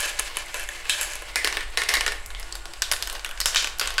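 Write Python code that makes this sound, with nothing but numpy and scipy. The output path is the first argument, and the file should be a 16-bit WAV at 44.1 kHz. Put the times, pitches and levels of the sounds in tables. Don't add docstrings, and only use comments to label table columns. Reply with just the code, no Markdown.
import sys
import numpy as np
from scipy import signal
from scipy.fft import rfft, irfft
from scipy.io import wavfile

SR = 44100
rng = np.random.default_rng(int(sys.argv[2]) if len(sys.argv) > 2 else 0)


def output_pcm(signal):
    pcm = np.clip(np.atleast_2d(signal).T, -1, 1) * 32767
    wavfile.write(sys.argv[1], SR, np.round(pcm).astype(np.int16))


N = 176400


def amp(db):
    return 10 ** (np.asarray(db) / 20)


def unit(x):
    return x / np.sqrt(np.mean(x ** 2) + 1e-20)


def fader(points):
    return amp(np.interp(np.arange(N) / SR, *np.transpose(points)))


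def eq(x, points):
    hz, db = np.transpose(points)
    f = np.fft.rfftfreq(len(x), 1 / SR)
    return irfft(rfft(x) * amp(np.interp(np.log(f + 1), np.log(hz), db)), len(x))


def wander(rate_hz):
    f = np.fft.rfftfreq(N, 1 / SR)
    return unit(irfft(rfft(rng.standard_normal(N)) / (1 + (f / rate_hz) ** 4), N))


def add(mix, s, sound):
    part = mix[max(round(s * SR), 0):][:len(sound)]
    part += sound[:len(part)]


def resonance(f, hz, width):
    return 1j * f * width / (hz ** 2 - f ** 2 + 1j * f * width)


def plastic(modes, size, low_cut_hz=359):
    f = np.fft.rfftfreq(size, 1 / SR)
    no_bass = signal.freqz(*signal.butter(4, low_cut_hz, "high", fs=SR), worN=f, fs=SR)[1]
    return no_bass * (1 + sum(amp(db) * resonance(f, hz, width) for hz, width, db in modes))


# f/Hz, level/dB
HISS_EQ = [(80, -7), (120, 4.5), (220, -4), (340, -1), (800, 6.5), (2200, -1), (6000, -34), (7500, 1.5),
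           (12500, -21), (16000, -55)]
RUMBLE_EQ = [(5, -4), (14, 6), (26, -15.5), (38, -1.5), (47, -2), (60, -20), (74, -18.5), (90, -27.5),
             (200, -60), (600, -90)]
# t/s, level/dB
RUMBLE_SWELL = [(0, -3.5), (.8, -4.5), (1.4, -1.5), (2.15, 3.5), (2.32, 6.5), (2.45, 0.5), (3.2, -0.5),
                (4, -0.5)]

def room_tone(hiss_db=-50, rumble_db=-37):
    hiss = unit(eq(rng.standard_normal(N), HISS_EQ))
    rumble = unit(eq(rng.standard_normal(N), RUMBLE_EQ))
    return amp(hiss_db) * hiss + amp(rumble_db) * fader(RUMBLE_SWELL) * rumble


# f/Hz, level/dB
MOTOR_TONES = [(339, -65.5), (1084, -71), (1438, -59), (1768, -77)]

def lift_motor(pitch_waver=0.0023, flutter_db=5.5):
    wavering_time = np.cumsum(1 + pitch_waver * wander(13.0)) / SR
    return sum(amp(db) * unit(np.sin(2 * np.pi * hz * wavering_time) * amp(flutter_db * wander(9.6)))
               for hz, db in MOTOR_TONES)


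# t/s, f/Hz, level/dB
WHIRR_PATH = [(1.35, 2110, -47), (1.721, 2017, -54), (1.96, 2093, -32.5), (2.22, 2207, -56),
              (2.4, 2097, -46), (2.55, 1960, -61)]

def loop_whirr(width_hz=160):
    s, hz, db = np.transpose(WHIRR_PATH)
    carrier = np.exp(2j * np.pi * np.cumsum(np.interp(np.arange(N) / SR, s, hz)) / SR)
    narrow_noise = wander(width_hz) + 1j * wander(width_hz)
    return fader(np.transpose([s, db])) * unit((carrier * narrow_noise).real)


def rolling(ride, tone, modes, bumps_per_s=2500, spread_db=1, flutter_db=3):
    sizes = amp(spread_db * np.minimum(rng.exponential(1, N), 3.5)) * rng.choice([-1, 1], N)
    bumps = sizes * (rng.random(N) < bumps_per_s / SR) * amp(flutter_db * wander(17.7))
    ringing = irfft(rfft(bumps) * plastic(modes, N), N)
    return fader(ride) * unit(eq(ringing, tone))


# f/Hz, width/Hz, level/dB over the plain shell
TRACK_MODES = [(278, 21, 4.5), (335, 8.2, 7.5), (418.7, 16, 5), (480, 15, 5), (589, 18, -4), (692, 6.8, 3),
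               (1098, 28, 3), (1463, 19, 6.5), (1796, 64, 5.5), (2855, 150, -1.5), (4600, 1700, -3),
               (8960, 2100, -4)]
# t/s, level/dB
TRACK_RIDE = [(0, -37.5), (.7, -45), (.9, -40.5), (1.3, -44.5), (1.5, -37.5), (1.72, -47), (1.84, -46),
              (1.96, -33.5), (2.1, -46), (2.22, -60), (2.37, -46.5), (2.62, -48), (2.8, -49.5),
              (3.16, -40.5), (3.36, -57), (3.6, -37), (3.76, -49.5), (4, -38.5)]
# f/Hz, level/dB
TRACK_EQ = [(300, -7), (500, -5.5), (1000, -0.5), (1900, -7), (3000, -1), (5000, -9.5), (8000, -17),
            (16000, -25)]

def track_roll():
    return rolling(TRACK_RIDE, TRACK_EQ, TRACK_MODES)


# f/Hz, width/Hz, level/dB over the plain shell
FUNNEL_MODES = [(591, 18, 11), (1033, 24, 9), (1696, 167, 12.5), (2365, 130, 10), (2615, 90, 12.5),
                (2990, 46, 11.5), (6560, 460, 2.5), (7575, 370, 7.5), (9320, 174, 11.5), (10250, 270, 7.5),
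                (11210, 190, 6), (12900, 390, 5)]
# t/s, level/dB
FUNNEL_RIDE = [(0, -26), (.08, -30), (.15, -38.5), (.22, -37.5), (.26, -36), (.33, -52), (.39, -38.5),
               (.44, -37), (.51, -44.5), (.58, -37), (.66, -43), (.77, -40), (.85, -46.5), (.96, -31),
               (1.06, -33.5), (1.14, -37.5), (1.22, -49.5), (1.35, -51)]
# f/Hz, level/dB
FUNNEL_EQ = [(300, -21), (550, -4), (1700, -2), (3000, -1.5), (4500, 2), (9000, -9), (11500, -14),
             (16000, -26)]
RATTLE_EQ = [(300, -13), (1700, -5), (4500, -8), (7500, 3), (11500, -2.5), (16000, -20)]

def funnel_roll(rattle_db=-10.5):
    roll = rolling(FUNNEL_RIDE, FUNNEL_EQ, FUNNEL_MODES)
    rattle = rolling(FUNNEL_RIDE, RATTLE_EQ, FUNNEL_MODES, bumps_per_s=92, spread_db=2.5)
    return roll + amp(rattle_db) * rattle


SNAP_DB, SNAP_TOP_HZ = 13.5, 6300
CRACK_TOP_HZ, STRIKE_S = 11800, .006
SPOT_MODE_DB, SPOT_MODE_WIDTH_HZ = 2.5, 170
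RING_WIDTH_HZ, RING_T60_S, RING_RISE_S = 240, 0.29, 0.00054
ROOM_TOP_HZ, ROOM_RISE_S, CLICK_ROOM_DB = 11000, 0.0036, -2
BANDS_HZ = [700, 2000, 4500, 10000]
PIECE_CHANGES_S = [1.3, 2.23]
# f/Hz, width/Hz, level/dB over the plain shell
BOWL_MODES = [(588, 12.4, 2), (1120, 35, 3.5), (1507, 127, 2), (1790, 31, -4), (3030, 110, -4),
              (3690, 78, 2), (4500, 480, -10), (5060, 130, -7), (6700, 130, -7), (7670, 580, -10),
              (11430, 830, -7)]
# crack t60/s, shell level/dB, shell t60/s, room level/dB, room t60/s
HIT_DECAY = [(0.039, -8, 0.079, -14, 0.53), (0.005, -5, 0.035, -16.5, 0.49),
             (0.0059, -14, 0.047, -15.5, 0.37), (0.0042, -15.5, 0.038, -14.5, 0.29)]
# t/s, level/dB in each of the four bands
CLICKS = [(0.004, -55.5, -35, -46, -26.5), (0.058, -36, -38, -54, -37), (0.191, -45, -39, -28.5, -41),
          (0.597, -48, -33, -62, -36), (0.63, -48, -35, -54, -41), (0.6893, -45, -28.5, -41, -36),
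          (0.855, -56, -36, -50, -58), (1.031, -50, -31, -37, -30.5), (1.1349, -63.5, -45, -38, -40),
          (1.1551, -47, -43, -40, -35.5), (1.2219, -39, -41, -50, -43), (1.5266, -50, -28.5, -34, -38),
          (1.608, -42.5, -33.5, -40, -45), (1.8186, -41, -22, -33, -38), (1.836, -52, -29.5, -33, -36),
          (1.891, -57, -42, -18, -27.5), (1.9424, -45, -38, -22, -32), (1.953, -46, -38, -23, -31),
          (1.97, -34, -28, -25.5, -43), (2.079, -33.5, -26, -27, -39), (2.1212, -41, -31.5, -37.5, -38),
          (2.2612, -71, -65, -47.5, -37.5), (2.3043, -52, -40, -45, -49), (2.398, -60, -54, -50, -39),
          (2.4291, -44, -45, -38, -63), (2.5541, -46.5, -39, -35.5, -37), (2.656, -41.5, -45, -38, -46),
          (2.736, -51, -42.5, -38, -47), (2.9228, -47, -25.5, -28.5, -21), (2.935, -38, -29.5, -26, -42),
          (2.9646, -59, -34, -37, -48), (3.0249, -44, -33.5, -24.5, -30.5), (3.074, -46, -36, -35.5, -34),
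          (3.0985, -45, -37, -34.5, -35), (3.128, -40.5, -48, -55, -36), (3.152, -44, -34, -40, -46),
          (3.195, -54, -40, -38.5, -59), (3.262, -46, -37.5, -38, -45), (3.2917, -44, -38, -53, -42),
          (3.414, -48, -30.5, -27, -35), (3.606, -57, -47, -32, -45), (3.626, -56, -31, -38, -40),
          (3.6448, -39, -28.5, -27.5, -36), (3.673, -46, -31, -31, -40), (3.7855, -53, -55, -45, -38),
          (3.858, -54, -33.5, -39, -44), (3.8743, -42, -32, -26.5, -35),
          (3.905, -44.5, -33.5, -35.5, -39.5), (3.941, -53, -43, -42, -47)]
# t/s, level/dB in each of the four bands, ring f/Hz, ring gain/dB, room send/dB
DROPS = [(0.195, -34.5, -27.5, -36, -18, 8840, -38, -17), (0.37, -35, -28, -33, -25.5, 6820, -49, -14),
         (0.5434, -36.5, -30, -39, -33, 1610, -33, 3), (0.896, -68, -23.5, -22, -24.5, 3560, -16.5, 1.5),
         (1.012, -38.5, -30.5, -34, -25.5, 7630, -41, 3.5),
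         (1.358, -33.5, -23.5, -22.5, -23.5, 2052, -14, -0.5),
         (1.4462, -30, -27, -19, -26.5, 1930, -18.5, -1.5), (1.474, -35, -23, -27, -28, 2060, -24.5, -7),
         (1.5708, -36.5, -22, -32, -37, 2830, -30.5, 0.5),
         (1.7735, -32.5, -22.5, -21.5, -27.5, 1946, -20, 2.5),
         (1.8883, -35, -24.5, -33, -32.5, 1940, -19, 6.5), (1.939, -36, -25, -30, -24.5, 1988, -14.5, -2),
         (2.009, -38.5, -22, -29, -30, 2076, -33, -2.5), (2.064, -36.5, -21, -28.5, -31, 2184, -34, 2),
         (2.349, -63, -37.5, -41, -56, 3330, -37, -9), (2.525, -47, -55, -30.5, -42, 4690, -41, -12),
         (2.8209, -41.5, -24, -18, -28, 3780, -27, -3.5), (2.915, -32, -26.5, -19.5, -26, 2700, -52, -21),
         (3.2468, -59, -26, -40, -33, 3390, -32, -4), (3.312, -51, -36, -52, -42, 1520, -34, -12),
         (3.376, -58, -39.5, -41, -56, 1555, -47, -14), (3.4031, -41.5, -34, -26.5, -25, 4840, -23, -6),
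         (3.458, -37, -22, -19.5, -20.5, 5300, -19, 0.5), (3.547, -45, -25.5, -29, -32, 3960, -36, 1),
         (3.5598, -39, -20.5, -17, -36, 4230, -38, 3), (3.568, -59, -45, -21.5, -39.5, 3280, -23, 8.5),
         (3.7966, -42, -28, -24.5, -25.5, 4750, -23, -13), (3.8126, -35.5, -25, -29.5, -35, 1530, -35, 5.5),
         (3.9816, -39, -19.5, -24, -36, 4740, -19.5, 3.5)]

def marble_hits(size=16384):
    t, f = np.arange(size) / SR, np.fft.rfftfreq(size, 1 / SR)
    bands = np.array([np.interp(np.log(f + 1), np.log(BANDS_HZ), w) for w in np.eye(len(BANDS_HZ))])
    pieces = [bands * plastic(modes, size) for modes in (FUNNEL_MODES, TRACK_MODES, BOWL_MODES)]
    crack_top, room_top = (1 / np.sqrt(1 + (f / hz) ** 10) for hz in (CRACK_TOP_HZ, ROOM_TOP_HZ))
    snap = amp(SNAP_DB) / (1 + 1j * f / SNAP_TOP_HZ) ** 2
    crack_t60, shell_db, shell_t60, tail_db, tail_t60 = np.transpose(HIT_DECAY)[:, :, None]
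    direct_shape = np.hypot(amp(-60 * t / crack_t60), amp(shell_db - 60 * t / shell_t60))
    room_shape = amp(tail_db - 60 * t / tail_t60) * (1 - np.exp(-t / ROOM_RISE_S))
    ring_shape = amp(-60 * t / RING_T60_S) * (1 - np.exp(-t / RING_RISE_S))
    fade_out = np.clip(10 * (1 - t / t[-1]) - 1, 0, 1)

    def strike(s, band_db, room_db, count=5):
        spot = sum(resonance(f, hz, SPOT_MODE_WIDTH_HZ) for hz in rng.uniform(1200, 12190, count))
        body = pieces[np.searchsorted(PIECE_CHANGES_S, s)] * (1 + amp(SPOT_MODE_DB) * spot)
        scatter, room_noise = rng.standard_normal((2, size))
        crack = irfft((rfft(scatter * direct_shape) + snap) * body * crack_top) * fade_out
        crack /= np.sqrt(np.mean(crack[:, :round(STRIKE_S * SR)] ** 2, axis=1, keepdims=True))
        tail = irfft(rfft(room_noise) * body * room_top)
        tail *= 2 * room_shape * amp(room_db) / tail.std(axis=1, keepdims=True)
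        return amp(band_db) @ (crack + tail)

    def ring(hz, count=40):
        modes_hz = hz + RING_WIDTH_HZ * np.sqrt(hz / 2500) * rng.standard_normal((count, 1))
        partials = np.sin(2 * np.pi * (modes_hz * t + rng.random((count, 1))))
        cluster = ring_shape * unit(partials.sum(0))
        return signal.lfilter(*signal.butter(2, hz / 2, "high", fs=SR), cluster) / 2

    hits = np.zeros(N)
    for s, *band_db, ring_hz, ring_db, room_db in DROPS:
        add(hits, s, strike(s, band_db, room_db) + amp(ring_db) * ring(ring_hz))
    for s, *band_db in CLICKS:
        add(hits, s, strike(s, band_db, CLICK_ROOM_DB))
    return hits


def scene():
    return (funnel_roll() + track_roll() + marble_hits() + loop_whirr() + lift_motor() + room_tone())[None]


def record(dry):
    ceiling, top_hz = .56, 15900
    rounded = dry / (1 + (dry / ceiling) ** 4) ** (1 / 4)
    low_pass = signal.firwin(255, top_hz, window=("kaiser", 8), fs=SR)
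    return signal.oaconvolve(rounded, low_pass[None], "same")


dry = scene()
out = record(dry)
output_pcm(out)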